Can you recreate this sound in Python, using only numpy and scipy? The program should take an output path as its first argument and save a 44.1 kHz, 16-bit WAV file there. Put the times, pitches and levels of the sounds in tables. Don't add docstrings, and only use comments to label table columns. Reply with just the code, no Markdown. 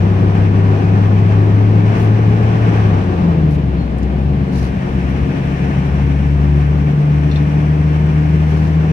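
import sys
import numpy as np
from scipy import signal
from scipy.fft import rfft, irfft
from scipy.io import wavfile

SR = 44100
rng = np.random.default_rng(int(sys.argv[2]) if len(sys.argv) > 2 else 0)


def wrap_up_sound(samples):
    columns = np.atleast_2d(samples).T
    tamed = np.clip(columns, -1, 1)
    steps = np.round(tamed * 32767).astype(np.int16)
    wavfile.write(sys.argv[1], SR, steps)


N = 393372
TIME = np.arange(N) / SR
FREQS = np.maximum(np.fft.rfftfreq(N, 1 / SR), 1)


def from_db(db):
    return 10 ** (np.asarray(db) / 20)


def rms_one(x):
    return x / np.sqrt(np.mean(x ** 2) + 1e-20)


def in_time(rows):
    s, *columns = np.transpose(rows)
    return [np.interp(TIME, s, column) for column in columns]


def at_hz(points):
    hz, value = np.transpose(points)
    return np.interp(np.log(FREQS), np.log(hz), value)


def drift(rate_hz):
    spectrum = rfft(rng.standard_normal(N))
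    return rms_one(irfft(spectrum / (1 + (FREQS / rate_hz) ** 4), N))


def swell(centre_s, length_s, order=4):
    return 1 / (1 + np.abs(2 * (TIME - centre_s) / length_s) ** order)


SHIFT_START_S, SHIFT_END_S = 2.9, 4.6


def shifted(low_gear, high_gear, start_s=SHIFT_START_S, end_s=SHIFT_END_S):
    return np.interp(TIME, [start_s, end_s], [low_gear, high_gear])


# f/Hz, likeness (no unit)
LEFT_RIGHT_LIKENESS = [(40, 2), (80, 3.5), (320, 2), (420, 0.28), (700, 0.47), (1300, .5), (2400, 0.39),
                       (3500, 0), (12000, 0.08)]


def cabin_noise(spectrum):
    mid, side = rfft(rng.standard_normal((2, N)))
    alike = np.clip(at_hz(LEFT_RIGHT_LIKENESS), 0, 1)
    pair = np.sqrt(1 + alike) * mid + np.sqrt(1 - alike) * side * [[1], [-1]]
    top_hz = spectrum[-1][0]
    fade_above = 1 / (1 + (FREQS / (2 * top_hz)) ** 4)
    return rms_one(irfft(pair * from_db(at_hz(spectrum)) * fade_above, N))


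# f/Hz, width/Hz, level at its centre/dB
BOOM_RESONANCES = [(70.4, 29, -17), (104.9, 22.8, -11), (155.3, 44.3, -13.5)]


def boom_gain(hz):
    power = 0
    for centre_hz, width_hz, db in BOOM_RESONANCES:
        power = power + (from_db(db) / (1 + (2 * (hz - centre_hz) / width_hz) ** 2)) ** 2
    return np.sqrt(power)


# t/s, length/s, lower tone level/dB, upper tone level/dB
TONE_SWAYS = [(1.39, .2, 1.3, -5), (1.963, 0.074, -8, 1), (3.032, .1, -4, -0.5), (3.908, .4, -.5, -13.5),
              (4.299, 0.24, 2, 2.5), (4.473, 0.041, -8, -2.5), (4.854, 0.074, -10, 0),
              (5.352, .14, -10, -2.5), (6.5, .5, 3, 0), (7.013, .21, -11, 2), (7.525, 0.17, -5, 0.5),
              (8.45, .45, 2, 0)]
LULL_S, LULL_LENGTH_S, LULL_DB = 5.09, 1.67, -4.5


def boom(firing_hz, phase, flutter=0.054, lull_waver_db=2.5):
    lull = swell(LULL_S, LULL_LENGTH_S, order=12)
    out = np.zeros(N)
    for multiple in (1, 2):
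        sway_db = sum(tones_db[multiple - 1] * swell(s, length) for s, length, *tones_db in TONE_SWAYS)
        level_db = sway_db + lull * (LULL_DB + lull_waver_db * drift(11))
        gain = boom_gain(multiple * firing_hz) * from_db(level_db)
        out += gain * (1 + flutter * drift(6.5)) * np.sin(multiple * phase)
    return np.sqrt(2) * out


# multiple of the firing rate (no unit), low-gear level/dB, high-gear level/dB
WEAKER_LINES = [(.69, -32, -44), (1.5, -29, -39), (1.655, -25, -42), (2.25, -39, -44), (2.5, -34, -42),
                (2.765, -33, -33), (3, -41, -35), (3.5, -39, -38), (3.865, -33, -32), (4, -44, -45),
                (5, -48, -45), (5.5, -52, -46), (6, -54, -48), (7.74, -48, -56)]


def side_orders(phase, rough=0.29, wander_rad=0.67, trim_db=-1.0):
    out = np.zeros(N)
    for multiple, low_db, high_db in WEAKER_LINES:
        gain = from_db(shifted(low_db, high_db)) * (1 + rough * drift(6.1))
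        start = 2 * np.pi * rng.random()
        out += gain * np.sin(multiple * phase + wander_rad * drift(3.6) + start)
    return np.sqrt(2) * from_db(trim_db) * out


# t/s, level before each part's own factor/dB
HISS_RISE_AND_FALL = [(0.1, -38), (0.54, -38.5), (1.27, -38), (1.76, -39), (1.98, -35.5), (2.12, -38),
                      (2.8, -36), (3.66, -43.5), (4.34, -43), (4.58, -39.5), (5.58, -36.5), (6.44, -39),
                      (7.46, -38), (8.85, -38)]
# f/Hz, relative level per Hz/dB
ROAR_COLOUR = [(100, -18), (170, 4), (240, -6), (390, -2), (470, -5.5), (550, -9.5), (720, -4), (900, -10),
               (1150, -10.5), (1350, -12.5), (2500, -33)]
# f/Hz, relative level per Hz/dB
HISS_COLOUR = [(700, -2), (1100, -3), (1330, -1.5), (1550, 1), (1750, 2.5), (2050, -0.5), (2450, -1.5),
               (3000, -7.5), (3700, -17), (4800, -23), (5800, -15.5), (6900, -33.5), (9000, -46)]
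# f/Hz, relative level per Hz/dB
TREBLE_COLOUR = [(3000, -16.5), (6000, -5), (7700, -2.5), (9000, -5.5), (10500, -6.5), (13000, -14),
                 (15700, -14.5)]
ROAR_LOW_GEAR_DB, ROAR_HIGH_GEAR_DB = -25, -30
ROAR_SINKS_FROM_S, ROAR_SINKS_TO_S = 3.3, 3.62
ROAR_FOLLOWS, ROAR_TOP_FOLLOWS, HISS_FOLLOWS, TREBLE_FOLLOWS = 0.32, 1, 1.6, 1.1
HISS_DB, TREBLE_LOW_GEAR_DB, TREBLE_HIGH_GEAR_DB = -36, -62.5, -60
FLARE_S, FLARE_LENGTH_S, FLARE_DB = 2.7, .36, 1


def engine_bay(phase, throb=0.043, roar_uneven_db=0.95, hiss_uneven_db=0.6, bright_from_hz=850):
    level_db, = in_time(HISS_RISE_AND_FALL)
    change_db = level_db - level_db.mean() + hiss_uneven_db * drift(21)

    noise = cabin_noise(ROAR_COLOUR)
    body = irfft(rfft(noise) / (1 + (FREQS / bright_from_hz) ** 8), N)
    top = noise - body
    roar = body * from_db(ROAR_FOLLOWS * change_db) + top * from_db(ROAR_TOP_FOLLOWS * change_db)
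    roar_db = shifted(ROAR_LOW_GEAR_DB, ROAR_HIGH_GEAR_DB, ROAR_SINKS_FROM_S, ROAR_SINKS_TO_S)
    roar = roar * from_db(roar_db + roar_uneven_db * drift(9.4))

    hiss = from_db(HISS_DB + HISS_FOLLOWS * change_db) * cabin_noise(HISS_COLOUR)
    treble_db = shifted(TREBLE_LOW_GEAR_DB, TREBLE_HIGH_GEAR_DB) + TREBLE_FOLLOWS * change_db
    treble = from_db(treble_db) * cabin_noise(TREBLE_COLOUR)

    flare = from_db(FLARE_DB * swell(FLARE_S, FLARE_LENGTH_S))
    return (roar + hiss + treble) * flare * (1 + throb * np.cos(phase))


# t/s, level/dB
RUMBLE_LEVEL = [(0, -18.5), (2.6, -18), (3.2, -17.5), (4, -19), (5, -19.5), (5.7, -19), (6.5, -22),
                (8.92, -21.5)]
# f/Hz, relative level per Hz/dB
RUMBLE_COLOUR = [(20, -28), (32, -20), (44, -10), (55, -17.5), (72, -7), (110, -6), (140, -4.5), (170, 0),
                 (200, -3), (230, -12.5), (280, -14), (350, -17), (600, -22.5), (1500, -36.5)]


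def tyres(uneven_db=0.5):
    rumble_db, = in_time(RUMBLE_LEVEL)
    return from_db(rumble_db + uneven_db * drift(33)) * cabin_noise(RUMBLE_COLOUR)


# f/Hz, relative level per Hz/dB
RUSH_COLOUR = [(500, -6.5), (900, 1), (1080, -16.5), (1350, 0), (2000, -5), (3500, -21.5), (5000, -22),
               (8000, -37.5), (12000, -38.5), (15700, -40)]


def air_rush(level_db=-41):
    return from_db(level_db) * cabin_noise(RUSH_COLOUR)


def buzz(age, hz, width, t60):
    resonance = signal.iirpeak(min(hz, SR / 3), 1 / min(width, 1), fs=SR)
    noise = rng.standard_normal((2, len(age)))
    ringing = signal.lfilter(*resonance, signal.lfilter(*resonance, noise))
    return rms_one(ringing) * from_db(-60 * age / t60)


# t/s, starting level before the common trim/dB, f/Hz,
# time to die by 60 dB/s, width as a share of the pitch (no unit); pitch and width are capped in buzz
TRIM_TOUCHES = [(.198, -55, 12000, .04, .23), (1.202, -56, 10000, .04, .3), (3.512, -53, 11100, .08, 0.34),
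                (3.983, -42, 8000, 0.043, .9), (4.03, -37, 5000, .04, .7), (5.10, -46, 10000, .04, .4),
                (6.58, -52, 9000, .04, .4)]


def trim_ticks(trim_db=-4.5):
    out, age = np.zeros((2, N)), TIME[:SR // 4]
    for s, start_db, hz, t60, width in TRIM_TOUCHES:
        at = round(s * SR)
        out[:, at:at + len(age)] += from_db(start_db + trim_db) * buzz(age, hz, width, t60)
    return out


# t/s, length/s, level before the grain/dB, brightness/dB per octave
RUSTLE_MOMENTS = [(2.017, .085, -51, 6), (3.535, 0.054, -50.5, 2), (4.6, 0.15, -45, -0.5),
                  (8.6, 0.26, -51.5, -2)]
# f/Hz, relative level per Hz/dB
RUSTLE_SPECTRUM = [(2800, -5), (4200, 11.5), (5200, 7), (6200, 7.5), (7200, -2.5), (8400, -3), (11000, -3),
                   (15500, -14.5)]


def rustles(grain_db=2.5, pivot_hz=6000):
    out = 0
    for s, length, db, tilt_db in RUSTLE_MOMENTS:
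        colour = [(hz, level + tilt_db * np.log2(hz / pivot_hz)) for hz, level in RUSTLE_SPECTRUM]
        out = out + from_db(db) * swell(s, length, order=6) * cabin_noise(colour)
    return out * from_db(grain_db * drift(150))


SQUEAK_S, SQUEAK_LENGTH_S, SQUEAK_HZ, SQUEAK_DB = 3.815, .07, 4220, -49


def squeak(waver=.003, fall_per_s=0.12):
    glide = np.exp(-fall_per_s * (TIME - SQUEAK_S))
    phase = 2 * np.pi * np.cumsum(SQUEAK_HZ * glide * (1 + waver * drift(25))) / SR
    return np.sqrt(2) * from_db(SQUEAK_DB) * swell(SQUEAK_S, SQUEAK_LENGTH_S) * np.sin(phase)


# t/s, level/dB
KNOCK_MOMENTS = [(7.314, -37), (7.358, -35)]
# f/Hz, level within the hit/dB, time to die by 60 dB/s
KNOCK_RINGS = [(3560, 0, 0.11), (4150, -4, .07), (5700, -10, .12)]


def knocks(uneven_db=2.0, chatter_db=-1.5, chatter_hz=3850, chatter_width=.33, chatter_t60=.13):
    out, age = np.zeros((2, N)), TIME[:SR // 4]
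    for s, knock_db in KNOCK_MOMENTS:
        hit = from_db(chatter_db) * buzz(age, chatter_hz, chatter_width, chatter_t60)
        for hz, db, t60 in KNOCK_RINGS:
            gain = from_db(db + uneven_db * rng.standard_normal((2, 1)) - 60 * age / t60)
            hit = hit + gain * np.sin(2 * np.pi * (hz * age + rng.random((2, 1))))
        at = round(s * SR)
        out[:, at:at + len(age)] += from_db(knock_db) * hit
    return out


# f/Hz, width/Hz, level/dB
STANDING_WAVES = [(288, 22, 3.5), (307.7, 11, -3), (362.6, 9.4, 5), (387, 10, -0.5), (430, 15, -4),
                  (448, 53, 5), (1034, 24, 0.5), (1348, 62, -7.5), (1897, 50, 5.5), (1930, 69, -6.5)]


def cabin(x, echo_db=-23, echo_from_hz=600, count=8):
    modes_db = sum(db / (1 + (2 * (FREQS - hz) / width) ** 2) for hz, width, db in STANDING_WAVES)
    echoes = np.zeros((2, N))
    for side in echoes:
        delays_s = rng.uniform(.003, .018, count)
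        side[(delays_s * SR).astype(int)] = from_db(echo_db)
    glass = 1 + rfft(echoes) / (1 + (echo_from_hz / FREQS) ** 2)
    return irfft(rfft(x) * from_db(modes_db) * glass, N)


# f/Hz, left minus right level/dB
PORT_BALANCE = [(35, 6.5), (65, 4.3), (150, 1.34), (210, 3.5), (280, 9), (380, 2.5), (520, 2), (1300, 0),
                (1760, 1), (2400, 6.5), (2900, 6.5), (3800, 0.5), (6700, -1.5), (8100, 7), (12000, 1.5)]
PORT_LAG_S, LAG_FROM_HZ = 0.000403, 300


def ports(x):
    half_db = at_hz(PORT_BALANCE) / 2
    lag_s = PORT_LAG_S / (1 + (LAG_FROM_HZ / FREQS) ** 2)
    late = np.exp(-2j * np.pi * FREQS * lag_s)
    left_right = np.array([from_db(half_db), from_db(-half_db) * late])
    return irfft(rfft(x) * left_right, N)


# t/s, firing rate f/Hz
ENGINE_SPEED = [(0, 98.7), (1.4, 103), (2.6, 111.2), (2.8, 106.6), (3, 96.5), (3.45, 77.3), (3.9, 61.3),
                (4.3, 71.4), (4.6, 66.4), (6, 70.9), (8.92, 78.7)]


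def scene():
    firing_hz, = in_time(ENGINE_SPEED)
    phase = 2 * np.pi * np.cumsum(firing_hz) / SR
    engine = boom(firing_hz, phase) + side_orders(phase) + engine_bay(phase)
    loose_parts = trim_ticks() + rustles() + squeak() + knocks()
    soft_ends = signal.windows.tukey(N, .001)
    return ports(cabin(soft_ends * (engine + tyres() + air_rush() + loose_parts)))


def record(dry, cutoff_hz=15750):
    rounded = dry / (1 + dry ** 8) ** (1 / 8)
    steep_cut = signal.ellip(12, .1, 90, cutoff_hz, fs=SR, output="sos")
    return signal.sosfilt(steep_cut, rounded)


dry = scene()
out = record(dry)
wrap_up_sound(out)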